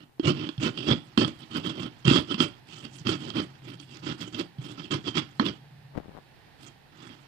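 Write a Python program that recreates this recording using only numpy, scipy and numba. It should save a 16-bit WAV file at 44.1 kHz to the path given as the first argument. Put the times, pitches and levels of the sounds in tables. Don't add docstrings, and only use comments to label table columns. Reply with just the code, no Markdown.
import sys
import numpy as np
from scipy import signal
from scipy.fft import rfft, irfft
from scipy.io import wavfile
from scipy.ndimage import uniform_filter1d, minimum_filter1d, map_coordinates
from numba import njit

SR = 44100
rng = np.random.default_rng(int(sys.argv[2]) if len(sys.argv) > 2 else 0)


def transcribe(u):
    v = np.clip(np.atleast_2d(u).T, -1, 1)
    q = np.round(v * 32767).astype(np.int16)
    wavfile.write(sys.argv[1], SR, q)


N = 320663
TIME = np.arange(N) / SR


def undb(db):
    return 10 ** (np.asarray(db) / 20)


def unit(x):
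    return x / np.sqrt(np.mean(x ** 2))


def peak(x, db):
    return x * undb(db) / np.abs(x).max()


def steady(x, size=1300):
    power = uniform_filter1d(uniform_filter1d(x ** 2, size), size)
    return x / np.sqrt(np.abs(power) + 1e-12)


def walk(rate):
    points = rng.standard_normal(8192)
    coarse = TIME[::32]
    smooth = map_coordinates(points, [coarse * rate], order=2, mode="wrap")
    return 1.18 * np.interp(TIME, coarse, smooth)


def colour(x, points, size=4096):
    hz, db = np.transpose(points)
    bins_hz = np.arange(size // 2 + 1) * SR / size
    log_gain = np.interp(np.log(bins_hz + 1), np.log(hz), np.log(undb(db)))
    cepstrum = irfft(log_gain)
    cepstrum[1:size // 2] *= 2
    cepstrum[size // 2 + 1:] = 0
    impulse = irfft(np.exp(rfft(cepstrum)))
    return signal.fftconvolve(x, impulse)[:len(x)]


@njit
def resonate(x, hz, width):
    y, band, low = np.empty(len(x)), 0., 0.
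    for i in range(len(x)):
        g, damping = np.pi * hz[i] / SR, width / hz[i]
        g += g ** 3 / 3 + g ** 5 / 7.5
        v = (band + g * (x[i] + 1e-18 - low)) / (1 + g * (g + damping))
        band, low, y[i] = 2 * v - band, low + 2 * g * v, damping * v
    return y


def ring(x, modes, bend=0.95):
    return sum(undb(db) * resonate(x, hz * bend * np.ones(len(x)), float(width)) for hz, width, db in modes)


def grains(rate, spread_db):
    chance, size, sign = rng.random(N), rng.exponential(size=N), rng.choice([-1, 1], N)
    return (chance < rate / SR) * sign * undb(spread_db * np.minimum(size, 5))


def restless(x, depth_db, rate, count=11):
    bins_hz = np.arange(N // 2 + 1) * SR / N
    place = np.clip(2 * np.log2((bins_hz + 1) / 600), 0, count - 1)
    spectrum = rfft(x)
    out = np.zeros(N)
    for k in range(count):
        band = irfft(spectrum * np.maximum(1 - np.abs(place - k), 0), N)
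        out += band * undb(depth_db * walk(rate))
    return out


def add(track, s, sound):
    start = int(s * SR)
    track[start:start + len(sound)] += sound[:N - start]


# (f/Hz, width/Hz, level/dB)
STONE_MODES = [(2690, 470, 3), (3290, 40, -17.5), (3166, 80, 17), (3080, 40, 2), (3296, 50, -40),
               (4460, 210, -1), (4580, 123, 0.5), (5300, 170, -28.5), (7180, 83, -32.5)]
# (f/Hz, width/Hz, level/dB)
TABLE_MODES = [(120.3, 19, -3), (140.8, 34, 3.5), (159, 47, 1.5), (232.5, 17.6, 0.5), (281, 22, 0),
               (309.1, 19, -1.5), (349, 30, -4.5), (535, 87, -12), (674, 21, -68)]
# (f/Hz, level/dB)
CONTACT_COLOUR = [(200, -27.5), (480, -9), (780, -4), (1050, 2), (1330, 5.5), (1650, -1), (2200, 0),
                  (2700, 1.5), (3900, -7.5), (5200, -8), (6400, -21.5), (9000, -47), (15000, -37)]
# (f/Hz, level/dB)
CRUSH_COLOUR = [(300, -5.5), (2000, -6.5), (2700, 6), (5200, -2.5), (6400, -21.5), (7800, -3),
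                (9000, -21.5), (11000, -38), (15000, -32)]
# (f/Hz, level/dB)
MASH_COLOUR = [(500, -22), (1500, -9), (3000, 1), (5000, 3), (6500, 0), (7900, 1), (8800, -8), (9900, -9),
               (10900, -20), (12300, -21), (15000, -27)]


def grinding():
    scrape_db, ring_db, rumble_db, wet_db = strokes()
    slips = undb(1.26 * walk(rate=150) + 2 * walk(rate=60))
    grit = grains(rate=2600, spread_db=2.5) * slips
    scrape = steady(restless(colour(grit, CONTACT_COLOUR), depth_db=2.0, rate=43))
    bend = np.interp(TIME, [.31, .37], [.94, 1.01]) + 0.025 * walk(rate=9) + 0.02 * walk(rate=60)
    force = colour(grit, CRUSH_COLOUR)
    stone = steady(sum(undb(4.5 * walk(rate=22)) * ring(force, [mode], bend) for mode in STONE_MODES))
    cushion_db = 0.25 * np.minimum(ring_db + 20.5, 0)
    table = ring(grit, TABLE_MODES, 1 + 0.0094 * walk(rate=4.9))
    table_colour = [(30, -31), (70, -5.5), (130, -0.5), (300, 7.5), (450, 0.5), (700, -3.5),
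                    (2000, -10), (8000, -68)]
    rumble = steady(colour(table, table_colour))
    rocking = ring(grit, [(151.7, 5, 0)])
    rocking = steady(colour(rocking, [(40, -34.0), (145, 25), (300, -19), (1000, -38.0)]))
    rocking_db = rumble_db - 18.5 + .5 * np.minimum(rumble_db + 42.5, 0)
    cells = grains(rate=1600, spread_db=2.5) * slips
    mash = steady(restless(colour(cells, MASH_COLOUR), depth_db=6.5, rate=37))
    snaps = colour(seeds(), [(5000, 0), (8000, -5), (12000, -22)])
    return (scrape * undb(scrape_db + 6)
            + stone * undb(ring_db + 4.5 + cushion_db)
            + rumble * undb(rumble_db + 4)
            + rocking * undb(rocking_db)
            + mash * undb(wet_db + 7)
            + snaps * undb(wet_db + 24.5))


# (start t/s, rise t/s, hold t/s, force level/dB, then level/dB above what is usual
STROKES = [ (0.0, 0.002, 0.031, -60, 3.5, 0, -16), (0.229, 0.044, 0.025, -31, 1, 3, 3.5),
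           (0.343, 0.032, 0.09, -45, 2.5, 3, -19), (.598, 0.033, 0.047, -35, -1.5, 0, 5),
           (0.741, 0.035, 0.088, -51, 11, 5, 1), (0.861, 0.026, 0.041, -32, 3.5, 2.5, 2.5),
           (1.173, 0.0029, 0.054, -35.5, 3.5, 5, 5.5), (1.259, 0.019, 0.0093, -44.5, -2, 2, 0),
           (1.381, 0.027, 0.029, -58.5, 8, 1, 4.5), (1.503, 0.0098, 0.035, -48, 3.5, -1, 2.5),
           (1.545, 0.014, 0.014, -36.5, 2, 1, -1), (1.629, 0.019, 0.052, -41, 4.5, 1, -1.5),
           (1.709, 0.086, 0.069, -45, 2, 1.5, -1.5), (2.046, 0.036, 0.1, -29.5, 2, 0, 4),
           (2.274, 0.03, 0.021, -39.5, 5, 0.5, 2.5), (2.378, 0.034, 0.019, -31.5, 0, -1, 7.5),
           (2.66, 0.048, 0.1, -56, 7, -3.5, 1), (2.816, 0.026, 0.01, -50, 7, 0.5, -4),
           (2.903, 0.045, 0.052, -65.5, 9, 4, 7.5), (3.051, 0.016, 0.066, -34, -0.5, -1, 1.5),
           (3.163, 0.057, 0.084, -49.5, 3, 2, 0), (3.336, 0.034, 0.037, -36, -2.5, 1, 2.5),
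           (3.617, 0.059, .06, -51.5, 1, -0.5, -4.5), (3.762, 0.041, 0.027, -62, 11.5, 2, 0),
           (3.86, 0.051, 0.019, -60, 11, -1, -3), (3.918, 0.029, 0.036, -55.5, -7, -4, 2.5),
           (4.019, 0.052, 0.047, -40.5, -1.5, -1, -1.5), (4.177, 0.043, 0.012, -44.5, 4.5, -1.5, 3.5),
           (4.246, 0.026, 0.011, -55, 6, 4, 0), (4.324, 0.024, 0.0042, -42, 2.5, -2, 2),
           (4.364, 0.03, 0.012, -38.5, -2, 0.5, -0.5), (4.58, 0.062, 0.087, -53, 4.5, 2, -0.5),
           (4.762, 0.022, 0.021, -46.5, -11, -4, -2), (4.817, 0.023, 0.013, -54, 11.5, 2.5, -6),
           (4.902, .012, 0.039, -36, -1.5, -0.5, 5), (5.04, 0.034, 0.014, -40, 5, -0.5, 2.5),
           (5.14, 0.032, 0.012, -30.5, -0.5, -4, 2.5), (5.394, 0.004, 0.031, -41.5, -11, 5.5, -29),
           (5.439, 0.018, 0.025, -37, 3.5, 0, -4), (6.58, 0.061, 0.045, -58, 4.5, -1.5, 2.5),
           (6.937, 0.086, 0.11, -54.5, 0, -4.5, -9)]
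# (from t/s, to t/s)
DRAGGING = [(.2, 2.6), (2.669, 3.6), (4.6, 5.58), (6.92, 7.5)]
# (scrape, stone ring, table rumble, wet crackle level/dB)
DRAG_DB = (-64, -65, -65, -74)
RING_DB, RUMBLE_DB = 3.5, 6.5
FIRM_DB, WET_DB, WET_GROWTH = -25, -47, 0.43
RUMBLE_RELEASE = 0.75


def strokes(size=220):
    dragging = sum((TIME >= start) & (TIME < end) for start, end in DRAGGING)
    power = undb(DRAG_DB)[:, None] ** 2 * dragging + 1e-10
    for start, rise, hold, force_db, ring_db, rumble_db, wet_db in STROKES:
        span = slice(max(int(start * SR), 0), int((start + 1) * SR))
        since = TIME[span] - start
        stone = push_shape(since, rise, hold, speed=1)
        table = push_shape(since, rise, hold, speed=RUMBLE_RELEASE)
        crackle_db = WET_DB + WET_GROWTH * (force_db - FIRM_DB) + wet_db
        power[:, span] += np.square([stone * undb(force_db),
                                     stone * undb(force_db + RING_DB + ring_db),
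                                     table * undb(force_db + RUMBLE_DB + rumble_db),
                                     stone * undb(crackle_db)])
    return uniform_filter1d(10 * np.log10(power), size, axis=1)


SWELL_DB, SAG_DB_PER_S, RELEASE_DB_PER_S = 16, 9, 476
SETTLE_DB, SETTLE_DB_PER_S = -19.5, 171


def push_shape(since, rise, hold, speed):
    after = np.maximum(since - rise - hold, 0) * speed
    swell_db = -SWELL_DB * np.clip(1 - since / abs(rise), 0, 1)
    held_db = -SAG_DB_PER_S * np.clip(since - rise, 0, abs(hold))
    release_db = np.maximum(-RELEASE_DB_PER_S * after, SETTLE_DB - SETTLE_DB_PER_S * after)
    return undb(swell_db + held_db + release_db)


def seeds(count=560, size=700):
    out, t = np.zeros(N), np.arange(size) / SR
    for when, pitch, strength in rng.random((count, 3)):
        hz = 2300 * 2.6 ** pitch
        snap = np.sin(2 * np.pi * hz * t) * np.exp(-hz * t / 3)
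        add(out, when * (N - 1) / SR, undb(-12 * strength) * snap)
    return out


# (t/s, thud level/dB, thud f/Hz, clack level/dB, chink level/dB)
KNOCKS = [(.196, -14, 318, -28.5, -29), (.252, -29, 327, -51, -23), (.49, -22.5, 310, -28.5, -18),
          (.579, -23, 128, -36, -29.5), (0.775, -47, 151, -38, -21), (.804, -29.5, 300.8, -62, -23.5),
          (1.176, -10, 229, -10, -9), (1.213, -25, 270, -16.5, -17), (1.247, -27, 140, -21, -11),
          (2.051, -19, 140, -33, -18), (2.074, -12, 151, -29, -23), (2.111, -9, 291, -33, -17),
          (2.161, -39, 190, -14, -15), (2.343, -23, 206, -58, -14), (2.403, -15.5, 254, -42, -5),
          (3.008, -33, 140, -65, -52), (3.069, -18, 233, -27, -13), (3.302, -51, 127, -50, -21.5),
          (4.397, -38, 290, -43, -25), (4.584, -25.5, 136, -72, -41), (4.795, -35, 164, -56, -27),
          (4.909, -28, 284, -35, -20), (5.397, -11.5, 237, -7, -17), (7.1, -41, 258, -60, -42)]
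# (f/Hz, width/Hz, level/dB)
BLOW_MODES = [(570, 62, 1), (710, 26.8, -23), (953, 63, 9.5), (1115, 180, 24), (1340, 45, 0.5),
              (1750, 70, -4.5), (2215, 60, -11)]
# (f/Hz, width/Hz, level/dB)
PESTLE_MODES = [(4485, 96, 2.5), (4650, 15, -46), (5970, 50, -9), (6640, 240, -24)]
# (f/Hz, level/dB)
CLACK_COLOUR = [(200, -30.5), (700, -1.5), (1150, -1), (1800, -0.5), (2400, -15), (4200, -37), (7000, -63),
                (15000, -57.5)]


def knocks(size=13000):
    out, t = np.zeros(N), np.arange(size) / SR
    tap = colour(1. * (t == 0), [(3000, 12.5), (6000, -11.5), (9000, -10.5), (15000, -38.5)])
    blow = peak(ring(tap, BLOW_MODES), 0)
    pestle = ring(tap, PESTLE_MODES)
    for s, thud_db, thud_hz, clack_db, chink_db in KNOCKS:
        push = np.sin(2 * np.pi * thud_hz * t) * t * np.exp(-1.1 * thud_hz * t)
        push = colour(push, [(25, -26), (60, -13), (130, 0)])
        thud = peak(push, 0) + peak(ring(push, TABLE_MODES), -18)
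        crack = rng.standard_normal(size) * (np.exp(-t / .0018) + .16 * np.exp(-t / .018))
        clack = blow + peak(colour(crack, CLACK_COLOUR), 0)
        bowl = ring(colour(crack, CRUSH_COLOUR), STONE_MODES, bend=1.01)
        chink = peak(bowl, 0) + peak(colour(crack, CONTACT_COLOUR), -5)
        pestle_db = .7 * clack_db + .3 * chink_db - 5
        add(out, s, peak(thud, thud_db) + peak(clack, clack_db) + peak(chink, chink_db) + peak(pestle, pestle_db))
    return out


# (t/s, peak level/dB)
SQUIRTS = [(1.175, -20.5), (2.052, -21), (2.984, -34), (3.07, -23), (3.798, -31.5), (3.969, -34),
           (4.208, -28), (4.394, -24)]


def squirts(size=3000):
    out, t = np.zeros(N), np.arange(size) / SR
    for s, db in SQUIRTS:
        fizz = rng.standard_normal(size) ** 3 * t * np.exp(-t / 0.0017)
        fizz = colour(fizz, [(1500, 6), (4000, 19), (7000, 13), (10000, -21), (15000, -12)])
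        add(out, s, peak(fizz, db))
    return out


# (t/s, peak level/dB)
FINGER = [(5.961, -23), (5.9711, -25), (5.9782, -16), (5.985, -20.5), (6.002, -27.5), (6.058, -31.5),
          (6.083, -31), (6.093, -30), (6.150, -30), (6.176, -30), (6.187, -30.5)]


def finger(size=900):
    out, t = np.zeros(N), np.arange(size) / SR
    for s, db in FINGER:
        glide = 0.27 * np.exp(0.5 * rng.standard_normal())
        turns = 170 * t + glide * (1 - np.exp(-t / 0.00093))
        add(out, s, peak(-np.sin(2 * np.pi * turns) * np.exp(-t / 0.0016), db))
    pressure = np.interp(TIME, [5.93, 5.975, 6.01, 6.13, 6.175, 6.21], [0.049, 1, 0.37, 0.21, 0.61, 0.049])
    rub = grains(rate=700, spread_db=4.0)
    rub = colour(rub, [(60, 2), (300, -1.5), (1000, -5.0), (2500, -22.5), (8000, -45.0)])
    return out + undb(-37.5) * pressure * unit(rub)


def room(x, wet_db, t60=0.26, size=22000):
    t = np.arange(size) / SR
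    tail = rng.standard_normal(size) * undb(-60 * t / t60) * np.clip(t / 0.00077, 0, 1)
    tail = colour(tail / np.linalg.norm(tail),
                  [(80, -7), (150, -3), (400, -6), (1000, 1), (3500, 1), (8000, -4), (15000, -10)])
    return undb(wet_db) * signal.fftconvolve(x, tail)[:N]


# (f/Hz, level/dB)
KITCHEN_COLOUR = [(18, -75), (30, 2), (129, 13.5), (612, -9), (794, -2.5), (928, -9), (1090, -16),
                  (1240, -18.5), (1830, -12.5), (2080, -19), (4200, -23.5), (7060, -36.5), (15000, -50)]
# (t/s, level/dB)
HUM = [(.15, -70), (1.05, -58), (2.6, -61.5), (3, -53), (3.9, -53), (4.5, -64), (5.85, -52.5),
       (6.35, -67.5), (7.25, -61.5)]


def background():
    shared, left, right = (colour(rng.standard_normal(N), KITCHEN_COLOUR) for _ in range(3))
    air = unit(shared) * 0.46 + np.array([unit(left), unit(right)]) * 0.77
    air[0] = colour(air[0], [(200, -11.5), (1000, -4.5), (2500, 7.5), (5000, 3.5), (12000, 16)])
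    air[1] = colour(air[1], [(200, -4.5), (1000, 8.0), (2500, 13), (5000, 14.0), (12000, -9)])
    fade_db = np.interp(TIME, [.15, .7], [-8, 0])
    air_db = -54 + fade_db + 0.84 * walk(rate=3.478)
    hum = ring(ring(rng.standard_normal(N), [(140, 22, 0)]), [(140, 50, 0)])
    hum_db = np.interp(TIME, *np.transpose(HUM)) + 2
    hiss = undb(-73.5) * rng.standard_normal((2, N))
    return air * undb(air_db) + steady(hum, size=3000) * undb(hum_db) + hiss


# (f/Hz, level/dB)
LEFT_PORT = [(60, -2.5), (200, -3), (380, -4.5), (700, -7), (1290, -16), (2380, -22), (3000, -23),
             (4400, -30), (8000, -36), (15000, -36)]


def scene():
    mortar = grinding() + knocks() + squirts()
    late = np.interp(TIME - .00014, TIME, mortar)
    left = colour(late + room(mortar, wet_db=-9), LEFT_PORT) + finger()
    right = mortar + room(mortar, wet_db=-12)
    return np.array([left, right]) + background()


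TOP_HZ = 15200


def record(dry):
    needed = np.minimum(1, .8 / (np.abs(dry).max(axis=0) + 1e-9))
    gain = uniform_filter1d(minimum_filter1d(needed, size=300), size=300)
    low_pass = signal.ellip(8, .2, 70, TOP_HZ, fs=SR, output="sos")
    return signal.sosfilt(low_pass, dry * gain)


dry = scene()
out = record(dry)
transcribe(out)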